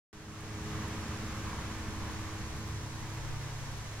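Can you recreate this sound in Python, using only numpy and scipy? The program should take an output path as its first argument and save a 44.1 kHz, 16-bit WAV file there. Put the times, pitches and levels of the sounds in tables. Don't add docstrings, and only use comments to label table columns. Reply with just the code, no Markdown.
import sys
import numpy as np
from scipy import signal
from scipy.fft import rfft, irfft
from scipy.io import wavfile
from scipy.ndimage import uniform_filter1d

SR = 44100
rng = np.random.default_rng(int(sys.argv[2]) if len(sys.argv) > 2 else 0)


def to_wav(s):
    ch = np.atleast_2d(s).T
    pcm = np.round(np.clip(ch, -1, 1) * 32767)
    wavfile.write(sys.argv[1], SR, pcm.astype(np.int16))


N = 176400
TIME = np.arange(N) / SR
FREQS = np.maximum(np.fft.rfftfreq(N, 1 / SR), 1)


def undb(db):
    return 10 ** (np.asarray(db) / 20)


def over_time(rows, col=1):
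    rows = np.array(rows)
    return np.interp(TIME, rows[:, 0], rows[:, col])


def over_hz(rows, col=1):
    rows = np.array(rows)
    return np.interp(np.log(FREQS), np.log(rows[:, 0]), rows[:, col])


def rolled_off(rows, db_per_octave=12):
    octaves = np.log2(np.maximum(FREQS / rows[-1][0], 1))
    return over_hz(rows) - db_per_octave * octaves


def waver(rate_hz):
    hold = max(int(SR / rate_hz), 2)
    steps = np.repeat(rng.standard_normal(N // hold + 1), hold)
    smooth = uniform_filter1d(uniform_filter1d(steps, hold), hold)[:N]
    return (smooth - smooth.mean()) / smooth.std()


def phase_of(hz):
    return 2 * np.pi * np.cumsum(hz) / SR


def noise(spectrum_db, coherence, lead_rad=0, left_db=0):
    right, independent = rfft(rng.standard_normal((2, N)))
    left = coherence * right + np.sqrt(1 - coherence ** 2) * independent
    left *= np.exp(1j * lead_rad) * undb(left_db)
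    pair = irfft(np.array([left, right]) * undb(spectrum_db), N)
    return pair / pair.std()


# (frequency [Hz], relative density [dB])
RUMBLE_SPECTRUM = [(25, -25), (50, -4), (70, 6.5), (92, 3.5), (120, 0), (160, -12.5), (250, -37)]
EXHAUST_SPECTRUM = [(90, -11.5), (150, -1), (185, -0.5), (215, -1.5), (260, -5.5), (330, -19), (450, -24),
                    (800, -39)]
TYRE_SPECTRUM = [(100, -7.5), (300, -2.5), (480, -2.5), (700, -5), (1000, -2.3), (1430, -4.5), (1650, -3),
                 (2400, -7.5), (3200, -12.3), (5000, -22), (9000, -31.5)]
# (time [s], level [dB])
RUMBLE_ENVELOPE = [(0.1, -46), (0.42, -48), (0.52, -41.5), (0.78, -45), (1.2, -42.5), (1.6, -44),
                   (2.1, -43), (2.5, -47), (2.78, -42.5), (3.0, -50.5), (3.3, -45), (3.7, -51),
                   (4.0, -48.5)]
EXHAUST_ENVELOPE = [(0.1, -51), (1.0, -46), (1.7, -46.5), (2.3, -52.5), (2.9, -52), (3.4, -58.5),
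                    (4.0, -55)]
TYRE_ENVELOPE = [(0.13, -46), (0.45, -45.6), (0.65, -46.5), (0.82, -45), (1.05, -45.8), (1.25, -45.4),
                 (1.7, -45.4), (1.95, -47.3), (2.15, -46.4), (2.55, -47.6), (3.0, -48.6), (3.4, -47.7),
                 (3.6, -48.7), (4.0, -48.6)]
# (frequency [Hz], coherence [0..1], left minus right [dB])
TYRE_STEREO = [(297, 0.75, -0.4), (780, 0.98, -1.1), (1400, 0.6, -0.5), (1950, 0.86, -4.5),
               (2600, 0.34, -2.5), (3980, 0.099, 3)]

def traffic():
    rumble = noise(rolled_off(RUMBLE_SPECTRUM), coherence=1, left_db=-0.4)
    rumble *= undb(over_time(RUMBLE_ENVELOPE))
    exhaust = noise(rolled_off(EXHAUST_SPECTRUM), coherence=1, left_db=-0.8)
    exhaust *= undb(over_time(EXHAUST_ENVELOPE) + 0.53 * waver(7.4))
    tyres = noise(rolled_off(TYRE_SPECTRUM), over_hz(TYRE_STEREO), left_db=over_hz(TYRE_STEREO, 2))
    tyres *= undb(over_time(TYRE_ENVELOPE) + 0.4 * waver(14))
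    return rumble + exhaust + tyres


# (time [s], centre frequency [Hz], level [dB])
TREAD_BAND = [(0.1, 1150, -60), (0.6, 1200, -57), (0.85, 1080, -50), (1.2, 1150, -55), (1.5, 1020, -52),
              (1.75, 1100, -57), (2.0, 1060, -52), (2.6, 1080, -59), (3.3, 1000, -56), (4.0, 950, -62)]

def treads(half_width_hz=110, drift=0.04, waver_db=2):
    low_noise = noise(rolled_off([(1, 0), (half_width_hz, 0)]), coherence=0.85, left_db=-1)
    centre_hz = over_time(TREAD_BAND) * (1 + drift * waver(6))
    carrier = np.sqrt(2) * np.sin(phase_of(centre_hz))
    return low_noise * carrier * undb(over_time(TREAD_BAND, 2) + waver_db * waver(18))


# (time [s], firing rate [Hz])
FIRING_RATE = [(0.1, 105.15), (1.5, 105.75), (2.0, 106.1), (4.0, 106.7)]
# (time [s], level of harmonics 1, 2, 3, 4 [dB])
HARMONIC_LEVELS = [(0.1, -47, -52, -49.5, -57), (0.9, -45, -51, -51, -54), (1.2, -47, -50, -52, -57.5),
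                   (1.75, -48.5, -53, -52, -61), (2.2, -46, -52.5, -50.5, -58.5),
                   (2.65, -48.5, -55, -55, -59), (3.15, -45.5, -65, -55, -67), (3.55, -47, -68, -62, -66),
                   (4.0, -47, -66, -65, -70)]
# (time [s], frequency [Hz], level [dB])
DRONE_TONE = [(0.1, 147, -51.5), (0.75, 144, -46), (1.0, 145, -70), (2.3, 143.7, -59), (2.6, 142, -50),
              (3.1, 138.6, -48.5), (3.5, 137.6, -44.5), (4.0, 136, -52.5)]

def engines():
    firing_phase = phase_of(over_time(FIRING_RATE) * (1 + 0.0012 * waver(12)))
    hum = np.zeros(N)
    for harmonic in range(1, 5):
        gain = undb(over_time(HARMONIC_LEVELS, harmonic) + 0.7 * waver(7.1))
        hum += gain * np.sin(harmonic * firing_phase + rng.uniform(0, 2 * np.pi))
    drone_phase = phase_of(over_time(DRONE_TONE) * (1 + 0.0042 * waver(9.76)))
    drone = undb(over_time(DRONE_TONE, 2) + 1.35 * waver(8.33)) * np.sin(drone_phase)
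    return np.sqrt(2) * (hum + drone) * undb([[-0.3], [0.3]])


# (frequency [Hz], relative density [dB])
WIND_SPECTRUM = [(5, -4), (15, -2), (30, -6), (50, -5.5), (90, -14), (200, -41)]
# (time [s], level [dB])
WIND_ENVELOPE = [(0.1, -49), (0.8, -50), (1.1, -51), (2.0, -48), (2.95, -49), (3.16, -43.5), (3.4, -44),
                 (3.65, -47.5), (4.0, -47.5)]

def wind(eddy_db=1.5, eddies_per_s=13):
    pressure = noise(rolled_off(WIND_SPECTRUM), coherence=0.66)
    return pressure * undb(over_time(WIND_ENVELOPE) + eddy_db * waver(eddies_per_s))


# (frequency [Hz], left relative density [dB], right relative density [dB])
HISS_SPECTRA = [(500, -3.5, -4), (2000, 1, 1), (3000, -3, -2), (4000, 0.5, -0.5), (4940, 0, -4.5),
                (5740, 1.5, 2), (6300, 0, 2.5), (6970, -2, 1.5), (7420, -4.5, -1.5), (8400, -10.5, -9.5),
                (9600, -9, -11), (10760, -10.5, -7.5), (12200, -15, -14), (12900, -18, -16),
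                (15400, -19, -20.5)]
# (frequency [Hz], coherence [0..1], phase lead of left [rad])
HISS_COHERENCE = [(500, 0.16, 1.3), (2000, .2, 3), (3350, 0.46, 3.82), (5050, 0.34, 0.72),
                  (5310, 0.18, 2.4), (6700, 0.87, 4.46), (7460, 0.19, 2.8), (8900, 0.098, 5.7),
                  (10800, 0.098, 14), (15000, .08, 13)]

def camera(hiss_db=-50, fade_db_per_s=0.22, whine_hz=8010):
    spectra = np.array([over_hz(HISS_SPECTRA), over_hz(HISS_SPECTRA, 2)])
    hiss = noise(spectra, over_hz(HISS_COHERENCE), lead_rad=over_hz(HISS_COHERENCE, 2))
    hiss *= undb(hiss_db - fade_db_per_s * TIME)
    whine = np.sqrt(2) * np.sin(2 * np.pi * whine_hz * TIME) * undb(0.8 * waver(20))
    antiphase_gains = np.array([[-undb(-88)], [undb(-67)]])
    return hiss + whine * antiphase_gains


# (frequency [Hz], relative density [dB])
RUSTLE_SPECTRUM = [(1200, -11), (2300, 3), (3500, -4.5), (6000, 0.5), (7200, -1), (8500, -14), (11000, -14),
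                   (15000, -30)]
# (time [s], level [dB])
RUSTLE_ENVELOPE = [(0.1, -63), (0.47, -56), (0.85, -62), (1.15, -57), (1.7, -59.5), (1.92, -65),
                   (2.12, -57), (2.4, -61), (2.6, -65), (3.45, -68), (3.65, -58), (4.0, -65)]

def grass():
    return noise(over_hz(RUSTLE_SPECTRUM), coherence=0.1) * undb(over_time(RUSTLE_ENVELOPE))


# (frequency [Hz], relative density [dB])
CRACKLE_SPECTRUM = [(1500, -22), (4000, -3), (7000, 0), (12000, 0), (16000, -14)]

def stalk_crackle(per_s=40, level_db=-57.5, spread_db=1.5, decay_s=0.0015):
    impulses = (rng.random(N) < per_s / SR) * undb(level_db + spread_db * rng.standard_normal(N))
    envelope = signal.lfilter([1], [1, -np.exp(-1 / (decay_s * SR))], impulses)
    return envelope * noise(over_hz(CRACKLE_SPECTRUM), coherence=0.4)


# (time [s], level [dB], spectral peak [Hz])
STALK_TICKS = [(0.406, -48, 8000), (1.082, -56, 9500), (1.171, -53, 7000), (1.958, -57, 10500),
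               (2.115, -57, 10000), (2.565, -55.5, 9000), (3.139, -56, 11500), (3.204, -59, 10500)]

def stalk_ticks(decay_s=0.0055, skirt_db_per_octave=19):
    ticks = np.zeros((2, N))
    for onset, level_db, peak_hz in STALK_TICKS:
        envelope = (TIME >= onset) * np.exp(-np.abs(TIME - onset) / decay_s)
        spectrum_db = -skirt_db_per_octave * np.abs(np.log2(FREQS / peak_hz))
        ticks += undb(level_db) * envelope * noise(spectrum_db, coherence=0.4)
    return ticks


def scene():
    return traffic() + treads() + engines() + wind() + camera() + grass() + stalk_crackle() + stalk_ticks()


START_S, FADE_UP_S, START_DB, CUTOFF_HZ = 0.129, 0.57, -9.3, 15750

def record(dry):
    elapsed = TIME - START_S
    gain = (elapsed > 0) * undb(START_DB * np.clip(1 - elapsed / FADE_UP_S, 0, 1))
    low_pass = signal.ellip(10, 0.1, 80, CUTOFF_HZ, fs=SR, output="sos")
    return signal.sosfilt(low_pass, dry * gain)


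dry = scene()
out = record(dry)
to_wav(out)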